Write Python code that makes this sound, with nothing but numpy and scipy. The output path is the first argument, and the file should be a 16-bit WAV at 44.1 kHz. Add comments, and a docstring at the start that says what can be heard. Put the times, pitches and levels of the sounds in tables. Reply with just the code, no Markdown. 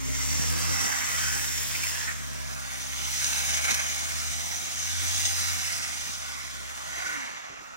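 """A car pulls away through deep wet mud

Heard from a porch above, spinning front tyres whistle, churn slush and fling hissing spray, and gobs
of mud slap the wheel wells. A four-cylinder engine drones beneath, with a whining pulley and a humming
fan. After two seconds the car turns its tail to the listener and recedes. At the far bend its driveline
(the parts that turn the wheels) sings and runs down, and a hand softly knocks the microphone."""
import sys
import numpy as np
from scipy import signal
from scipy.fft import rfft, irfft, next_fast_len
from scipy.io import wavfile
from scipy.ndimage import uniform_filter1d, map_coordinates

SR = 44100
rng = np.random.default_rng(int(sys.argv[2]) if len(sys.argv) > 2 else 0)


def wrap_up_sound(samples):
    """Save the sound to the file named by the first command line argument, as 16-bit audio."""
    columns = np.atleast_2d(samples).T
    # keep every value between -1 and 1, then stretch to whole-number steps
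    tamed = np.clip(columns, -1, 1)
    steps = np.round(tamed * 32767).astype(np.int16)
    wavfile.write(sys.argv[1], SR, steps)


N = 342417
T = np.arange(N) / SR
FFT_SIZE = next_fast_len(N + 8192)
HZ = np.fft.rfftfreq(FFT_SIZE, 1 / SR)

START_M, SPEED_M_PER_S = 11.4, 6.4  # how far off the car starts and how fast it drives
TURN_S, TURN_LENGTH_S = 2.18, 0.74  # middle and length of the turn that shows its tail
BEND_S, BEND_LENGTH_S = 7.31, 0.47  # the same for the far bend
SING_S, SING_ATTACK_S = 5.9, 0.3  # when the driveline starts to sing and how long it takes to swell


def amp(db):
    """Turn decibels into a gain to multiply by."""
    return 10 ** (np.asarray(db) / 20)


def unit(x):
    """Scale a signal to an average (rms) level of 1."""
    return x / np.sqrt(np.mean(x ** 2) + 1e-20)


def over_frequency(rows):
    """Spread each column after the frequency into a curve on the HZ grid, along a log axis."""
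    hz, *columns = np.transpose(rows)
    return [np.interp(np.log(HZ + 1), np.log(hz + 1), column) for column in columns]


def over_time(rows):
    """Spread each column after the time into one value per sample."""
    times, *columns = np.transpose(rows)
    return [np.interp(T, times, column) for column in columns]


def wobble(rate):
    """A smooth random curve that passes through `rate` random values a second."""
    coarse = T[::32]
    values = rng.standard_normal(int(N * rate / SR) + 4)
    return np.interp(T, coarse, map_coordinates(values, [coarse * rate]))


def angle(hz):
    """The running phase of a changing pitch, in radians."""
    return 2 * np.pi * np.cumsum(hz) / SR


def ramp(middle, length):
    """A smooth change from 0 to 1."""
    return .5 + .5 * np.sin(np.pi * np.clip((T - middle) / length, -.5, .5))


def hump(middle, half_length):
    """A smooth rise to 1 and back."""
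    return np.exp(-((T - middle) / half_length) ** 2)


def swell(start, length):
    """The outline of a burst that rises quickly and drains off."""
    outline = np.zeros(N)
    live = (T > start) & (T < start + 5 * length)
    age = (T[live] - start) / (.45 * length)  # 1 at the peak
    outline[live] = (age * np.exp(1 - age)) ** 2
    return outline


def filtered(x, response):
    """Apply one gain per frequency of the HZ grid."""
    return irfft(rfft(x, FFT_SIZE) * response, FFT_SIZE)[..., :N]


def shaped_noise(colour):
    """Noise of level 1 whose tone follows rows of (frequency [Hz], level [dB])."""
    return unit(filtered(rng.standard_normal(N), amp(over_frequency(colour)[0])))


def stereo_spectrum(direct, scattered, ports):
    """Direct sound differs in level and phase at two microphone ports; trees add unrelated scatter."""
    balance_db, lead, likeness = over_frequency(ports)
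    likeness = np.clip(likeness, 0, .995)
    sides = np.array([[.5], [-.5]])
    straight = rfft(direct, FFT_SIZE) * np.sqrt(likeness) * np.exp(1j * sides * lead)
    scatter = rfft(scattered, FFT_SIZE) * np.sqrt(1 - likeness)
    return (straight + scatter) * amp(sides * balance_db)


def distance():
    """Metres to the car, which sets off across the view and then heads more and more away."""
    return np.hypot(START_M, SPEED_M_PER_S * T)


def distance_db():
    """Sound thins out as it spreads: the level change since the start."""
    return 20 * np.log10(START_M / distance())


def shade_db():
    """The car's body blocks sound from its front as the nose swings away; the bend blocks a bit more."""
    return -6.5 * ramp(1, 0.46) - 0.5 * ramp(BEND_S, BEND_LENGTH_S)


def spin_db():
    """How hard the wheels spin, in dB above or below a typical spin."""
    # wheelspin, told by the spray it throws: (time [s], level [dB])
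    wheelspin = [(0.0, -44), (0.24, -36.5), (0.76, -35.5), (1.03, -37), (1.2, -36), (2.02, -38.5),
                 (2.12, -42.5), (2.32, -44.5), (2.98, -38.5), (3.22, -33.5), (4.19, -37), (4.75, -37.5),
                 (5.25, -33), (5.68, -36), (6.61, -44), (7.09, -40.5), (7.52, -50), (7.76, -54)]
    typical_db = -36
    return over_time(wheelspin)[0] - typical_db


def engine():
    """Slightly uneven firing makes a drone with overtones; a belt-driven pulley whines and a fan hums."""
    # the firing tone, set by the driver's foot: (time [s], firing rate [Hz], level [dB])
    firing = [(0, 63.5, -33), (0.4, 77.36, -27.5), (0.72, 83.8, -29), (0.88, 86.3, -40), (1.11, 84.4, -38),
              (1.26, 73.2, -31), (1.5, 71.7, -36.5), (2.02, 76.2, -38), (2.4, 70.2, -37), (2.77, 65.7, -40),
              (3.1, 67.3, -37), (3.55, 71, -33.5), (3.95, 73.45, -39), (4.3, 74.9, -33.5), (4.7, 81.6, -42),
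              (5.1, 88.5, -31), (5.5, 84.9, -32), (5.95, 73.55, -43.5), (6.55, 65.7, -43.5), (7, 66, -47),
              (7.4, 52.2, -60)]
    # further engine tones: (multiple of the firing rate [x], level against the unfaded octave [dB])
    overtones = [(.5, -14), (1.5, -13), (3, -10), (3.5, -26), (4, -13), (5, -29), (6, -13.5)]
    firing_hz, firing_db = over_time(firing)
    away, shade = ramp(TURN_S, TURN_LENGTH_S), shade_db()
    overtone_db = -41 + 0.87 * distance_db() + 0.29 * (firing_db - firing_db.mean())
    overtone_db -= 6 * hump(.95, .17)  # the overtones dip briefly near one second
    overtone_db -= 6 * ramp(BEND_S, BEND_LENGTH_S)  # the revs drop
    # the second and third harmonics fade while the second is near 181 Hz
    faded_db = overtone_db - 17 / (1 + ((2 * firing_hz - 181) / 6.1) ** 4)

    phase = angle(firing_hz * (1 + 0.003 * wobble(25)))
    drone = amp(firing_db + .9 * wobble(7) + 1.1 * wobble(28)) * np.sin(phase + .15 * wobble(30))
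    octave = np.sin(2 * phase + (.15 + .6 * away) * wobble(36))  # sputters more after the turn
    drone += amp(faded_db + 1.4 * wobble(9) + 1.1 * wobble(32)) * octave
    drone += amp(faded_db - 9 + wobble(9)) * away * np.sin(3 * phase)  # the tailpipe faces the porch
    for multiple, db in overtones:
        gain = amp(overtone_db + db + shade + 4.3 * wobble(23))
        drone += gain * np.sin(multiple * phase + wobble(27))
    return np.sqrt(2) * (drone + pulley(firing_hz, phase) + fan())


def pulley(firing_hz, firing_phase):
    """The belt ties the pulley to the engine, so its whine gets higher and louder with the revs."""
    level_db = -50 + 0.89 * shade_db() + 0.27 * (firing_hz - firing_hz.mean())
    level_db += 3 * ramp(TURN_S, TURN_LENGTH_S)  # carries better once the car has turned
    level_db -= 6 * ramp(SING_S, SING_ATTACK_S)  # the revs drop
    return amp(level_db + 3 * wobble(16)) * np.sin(9.03 * firing_phase + .45 * wobble(45))


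def fan(pitch_hz=259):
    """The electric fan's blades hum at a nearly steady pitch, with a faint octave above."""
    phase = angle(pitch_hz + 0.68 * wobble(5.38))
    level_db = -43 + shade_db() + 0.99 * distance_db() + 1.6 * wobble(12)
    return amp(level_db) * (np.sin(phase) + amp(-15) * np.sin(2 * phase))


def fuzzy_tone(hz, width_hz):
    """Rubbing makes things ring unevenly: a narrow band of noise around one pitch."""
    phase = angle(hz + np.zeros(N))
    return wobble(width_hz) * np.sin(phase) + wobble(width_hz) * np.cos(phase)


def tyre_whistle():
    """The slipping tyre rings at two close pitches, which sink and fade as it finds grip."""
    # the lower of the two tones: (time [s], pitch [Hz], level [dB])
    whistle = [(0, 2120, -50), (.2, 2090, -42), (.65, 2040, -44), (.95, 1950, -34.5), (1.2, 1940, -41),
               (1.45, 1910, -48), (1.7, 1900, -80)]
    hz, db = over_time(whistle)
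    upper = amp(-5) * fuzzy_tone(1.06 * hz, width_hz=90)
    return amp(db) * (fuzzy_tone(hz, width_hz=90) + upper)


def rumble():
    """Tyres ploughing the ruts and swirling exhaust gas make a low, restless noise."""
    # tone of the rumble: (frequency [Hz], level [dB])
    colour = [(20, -21), (42, -15), (110, -4.5), (220, -1), (380, -6.5), (520, -11), (900, -28)]
    level_db = -45 + 0.42 * distance_db() + 0.44 * spin_db() + 0.12 * shade_db()
    return shaped_noise(colour) * amp(level_db + 3.5 * wobble(22))


def droplets(per_second, spread_db, wash):
    """Countless impacts of very unequal size on a wash of finer ones, in three unrelated streams."""
    hits = (rng.random((3, N)) < per_second / SR) * rng.choice([-1, 1], (3, N))
    size = amp(spread_db * np.minimum(rng.exponential(size=(3, N)), 3.8))
    return unit(hits * size) + wash * rng.standard_normal((3, N))


def resonate(x, peaks, tuning, ripple_db):
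    """Resonances slide as the car moves and grow with wheelspin; ground and wall echoes add a ripple."""
    hz, times, spectrum = signal.stft(x, SR, nperseg=1024)
    untuned_hz = hz[:, None] / np.interp(times, T, tuning)
    strength = np.maximum(1 + 0.096 * np.interp(times, T, spin_db()), 0)
    peaks_db = sum(db / (1 + ((untuned_hz - centre) / (width / 2)) ** 4) for centre, width, db in peaks)
    ripple = rng.standard_normal(spectrum.shape[1:])
    for _ in range(2):  # smooth over frequency, then over time
        ripple = uniform_filter1d(ripple, size=4, axis=0)
        ripple = uniform_filter1d(ripple, size=12, axis=1)
    gain = amp(peaks_db * strength + ripple_db * unit(ripple))
    return signal.istft(spectrum * gain, SR, nperseg=1024)[1][:, :N]


def mud_bands(colour, ports, peaks, tuning):
    """Flying mud from one direction as four equally strong stereo bands: churn, slush, spray, mist."""
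    drops = droplets(per_second=2600, spread_db=3.5, wash=1.4)
    drops = resonate(drops, peaks, tuning, ripple_db=1.8)
    spectrum = stereo_spectrum(drops[0], drops[1:], ports) * amp(over_frequency(colour)[0])
    below_edges = [1 / (1 + (HZ / edge_hz) ** 12) for edge_hz in (1250, 3000, 8000)]
    between_edges = np.diff(below_edges, axis=0, prepend=0, append=1)
    bands = [irfft(spectrum * response, FFT_SIZE)[:, :N] for response in between_edges]
    return np.array([band / (np.std(band.mean(0)) + 1e-12) for band in bands])


def mud():
    """Spinning wheels throw mud in uneven clumps; its tone changes as the car turns away."""
    # tone of the mud, with the car side-on and driving away: (frequency [Hz], level [dB])
    colour_side = [(150, -40), (330, -26), (480, -12), (720, -10), (1150, -5.5), (1700, 6.5), (2050, 6.5),
                   (2900, -2.5), (4200, -13), (5600, -7), (6400, -1), (8300, -9), (11500, -10),
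                   (14200, -18.5), (15400, -9.5)]
    colour_away = [(150, -44), (330, -30), (480, -12.5), (760, -5), (1080, -3.5), (1450, 1), (1800, 1.5),
                   (2200, 2), (2950, -7), (3550, -5), (4400, -10.5), (5600, -6), (6500, -2.5), (7400, -9),
                   (10000, -11.5), (13500, -22), (15400, -16.5)]
    # how those two directions reach the microphone ports:
    # (frequency [Hz], left over right [dB], left lead [radians], likeness of the sides [0-1])
    ports_side = [(100, -4.5, 4.3, 1), (724, -3, 2.98, 0.98), (1220, -6.6, 3, 0.65), (2070, -4, 5.1, 0.06),
                  (3000, 0.5, 7.7, 0.6), (3280, -1.5, 2.9, 0.33), (4200, -6.5, 5.9, 0.02),
                  (5550, -9.5, 8.4, 0.77), (6170, 0, 8.5, 0.84), (7650, 11.5, 9.6, 0.3),
                  (8700, -10, 16.4, 0.8), (8900, -2.5, 17.2, 0.7), (11540, 6, 16.7, 0.5),
                  (12700, -2, 33, 0.2), (14000, -4, 11.6, 1), (15500, 6, 14.45, 0.8)]
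    ports_away = [(107, -7.5, 2.9, 1), (796, -2.5, 3.44, 0.94), (1240, -4, 4.02, 0.78),
                  (1550, -4.5, 4.12, 0.81), (2320, -2.5, 4.07, 0.73), (2940, -0.5, 4.9, 0.97),
                  (3700, -1.5, 3.25, 0.27), (4200, -3, 4.06, 0.2), (5180, -7, 4.39, 0.91),
                  (6180, -3, 6.5, 0.62), (6490, 6.5, 9.8, 0.077), (7500, -2.5, 7.9, 0.33),
                  (10200, 4.5, 3.8, 0.08), (12500, -3, 5.7, 0.98), (13300, 16, 14, 0.87),
                  (15200, -5, 4.6, 0.29)]
    # resonances of the wheel wells and porch: (frequency [Hz], width [Hz], boost [dB])
    peaks_side = [(950, 220, 0.5), (2000, 300, 1.5), (2680, 230, 2.5), (3780, 200, 3.5), (4610, 500, 4),
                  (5530, 510, 3.5), (5850, 180, 7), (7580, 170, 2.5), (8250, 400, 2)]
    peaks_away = [(740, 200, 5), (1500, 210, 1.2), (2230, 560, 3.5), (2970, 260, 3.3), (4100, 350, 2.2),
                  (5000, 190, 4.2), (5590, 360, 4), (6210, 370, 3.2), (6536, 88, 7.7), (8700, 800, 1)]
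    # deep ruts where slush wells up: (middle [s], half length [s], rise [dB])
    ruts = [(1.084, 0.48, 6.5), (1.94, 0.23, 4), (2.5, 0.27, 2.5), (3.754, 0.39, 4.5), (5.627, 0.25, 3.5),
            (6.303, 0.28, 0.5), (7.175, 0.39, 6)]
    from_side = mud_bands(colour_side, ports_side, peaks_side, tuning=1.026 - 0.05 * T)
    from_behind = mud_bands(colour_away, ports_away, peaks_away, tuning=1.03 - 0.0113 * T)
    away = ramp(TURN_S, TURN_LENGTH_S)
    churn, slush, spray, mist = np.sqrt(1 - away) * from_side + np.sqrt(away) * from_behind

    # the low churn hardly grows with wheelspin; the fine mist grows fastest
    spin = spin_db()
    rut_db = sum(db * hump(middle, half_length) for middle, half_length, db in ruts)
    churn_db = -50 + 0.22 * spin + 0.99 * rut_db + 0.64 * shade_db()
    slush_db = -45.5 + 0.5 * spin + rut_db
    spray_db = -36.5 + spin
    mist_db = -40.5 + 1.32 * spin - 13 * ramp(BEND_S, BEND_LENGTH_S)
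    mist_db += 4 * hump(1.58, 0.59)  # flung towards the porch as the car swings round
    mist_db -= 0.08 * (distance() - START_M)  # soaked up by the air

    slap, splash, puff = gobs()
    clumps_db = .25 * wobble(22) + .35 * wobble(90)
    # hypot adds the power of the gobs to that of the running stream
    return (churn * np.hypot(amp(churn_db + clumps_db + 0.68 * wobble(45)), amp(-10) * slap)
            + slush * np.hypot(amp(slush_db + clumps_db + 0.94 * wobble(45)), slap)
            + spray * np.hypot(amp(spray_db + clumps_db + 0.63 * wobble(45)), splash)
            + mist * np.hypot(amp(mist_db + clumps_db + 0.74 * wobble(40)), puff))


def gobs():
    """Gobs of mud hit the car: the strength over time of their slaps, splashes and puffs of mist."""
    # one gob a row: (time [s], length [s], slap [dB], splash [dB], mist [dB])
    hits = [(0.212, 0.015, -44, -39, -52), (0.43, 0.012, -42, -50, -50), (0.81, .07, -49, -38, -43),
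            (1.438, 0.018, -40, -40, -50), (1.574, 0.012, -38, -35, -40), (1.618, 0.027, -46, -48, -38),
            (1.801, 0.072, -62, -58, -41), (1.832, .016, -42, -41, -45), (1.866, .008, -38, -42, -40),
            (2.07, .038, -39.5, -49, -58), (2.108, .016, -41, -50, -58), (3.21, .018, -41, -45, -46),
            (3.242, .006, -47, -25.5, -48), (3.326, 0.0085, -40, -32, -47), (3.475, .06, -50, -34.5, -44),
            (3.533, .022, -41, -34, -41), (3.563, .026, -41, -33.5, -38), (3.636, .03, -36, -31.5, -38),
            (3.672, .04, -34.5, -39, -44), (3.703, .022, -39, -31.5, -38), (3.738, .016, -38, -34, -33),
            (3.778, .04, -39.5, -49, -50), (5.243, .034, -44, -29, -47), (5.82, .035, -51, -37, -48)]
    return sum(np.outer(amp(levels_db), swell(start, length)) for start, length, *levels_db in hits)


def thuds():
    """Short, dull pushes of air, only a cycle or two long."""
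    # low thuds: (time [s], pitch [Hz], level [dB])
    pushes = [(0.396, 151, -19), (4.321, 70, -28)]
    return sum(amp(db) * swell(start, 1 / hz) * np.sin(2 * np.pi * hz * (T - start))
               for start, hz, db in pushes)


def rasps():
    """Wet rubber slips and squeezes out mud unevenly, so each rasp is a fuzzy band around its pitch."""
    # rasps and squelches: (time [s], length [s], pitch [Hz], width [Hz], level [dB])
    slips = [(0.76, 0.1, 2604, 160, -37), (1.1, .4, 1720, 360, -36.5), (1.12, .3, 1490, 100, -37),
             (1.744, 0.022, 2326, 598, -31), (1.83, .021, 2450, 800, -26), (1.866, .009, 2400, 900, -29),
             (2.066, .035, 1900, 300, -28.5), (3.097, 0.56, 2240, 200, -40), (3.242, .006, 6200, 1400, -21),
             (3.612, .09, 2230, 240, -29), (3.665, .04, 1400, 350, -33), (3.695, .028, 3900, 800, -28.5),
             (6.98, 0.17, 1480, 100, -34), (7.012, 0.25, 2230, 303, -40), (6.759, 0.61, 1830, 166, -46.5)]
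    return sum(amp(db) * swell(start, length) * fuzzy_tone(hz, width_hz)
               for start, length, hz, width_hz, db in slips)


def driveline():
    """A rough, fitful whine under load; it dies when the driver lifts off, and one low tone runs down."""
    # tones of the whine: (multiple of the base pitch [x], level [dB])
    harmonics = [(2, -9), (3, -1.5), (4, -0.5), (5, -23), (6, -22)]
    base_hz, lift_off_s = 365.5, 7.03
    fall_hz_per_s, fade_db_per_s = 580, 74
    coasting_s = np.maximum(T - lift_off_s, 0)
    last_surge_db = 6 * hump(lift_off_s, .08)
    sing_db = -48.5 + last_surge_db - fade_db_per_s * coasting_s
    loaded_phase = angle(base_hz * (1 + .008 * wobble(40)))
    falling_phase = angle(np.maximum(base_hz - fall_hz_per_s * coasting_s, 0))
    sound = amp(-44 + 2 * wobble(30)) * hump(7.2, 0.125) * np.sin(falling_phase)
    for multiple, db in harmonics:
        gain = amp(sing_db + db + 2.8 * wobble(22))  # it catches and lets go
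        sound += gain * np.sin(multiple * loaded_phase + 1.2 * wobble(130))
    fade_in = np.clip((T - SING_S) / SING_ATTACK_S, 0, 1)
    return np.sqrt(2) * sound * fade_in


def hand_knocks():
    """A hand's knocks travel through the microphone's case and reach both channels alike."""
    # soft knocks and rubs: (time [s], length [s], level [dB])
    knocks = [(6.958, 0.043, -54.5), (7.022, 0.14, -55.5), (7.27, 0.21, -71), (7.492, 0.026, -52),
              (7.513, 0.03, -56), (7.585, .03, -59), (7.611, 0.023, -58)]
    # their dull tone: (frequency [Hz], level [dB])
    colour = [(20, -13), (75, -4), (160, -7), (420, -5), (600, -14), (1200, -50)]
    return shaped_noise(colour) * sum(amp(db) * swell(start, length) for start, length, db in knocks)


def scene():
    """The car's own sounds share one path to the listener; the mud brings its own stereo spread."""
    # how the car reaches the microphone ports:
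    # (frequency [Hz], left over right [dB], left lead [radians], likeness of the sides [0-1])
    ports = [(40, 1.5, 2.85, 0.3), (76.6, 0.6, 3.032, 0.84), (143, -0.4, 2.88, 0.99), (180, 0, 3.12, .995),
             (291, -0.5, 3.06, 0.98), (462, -2, 3.45, 0.98), (760, -3, 2.74, 0.75),
             (1409, -2.5, 4.55, 0.57)]
    car = engine() + driveline() + tyre_whistle() + rasps() + thuds() + rumble()
    scattered = amp(4.5) * np.array([rumble(), rumble()])
    stereo_car = irfft(stereo_spectrum(car, scattered, ports), FFT_SIZE)[:, :N]
    return stereo_car + mud() + hand_knocks()


def record(dry):
    """Cut off the very highest treble."""
    return filtered(dry, HZ < 15800)


dry = scene()
out = record(dry)
wrap_up_sound(out)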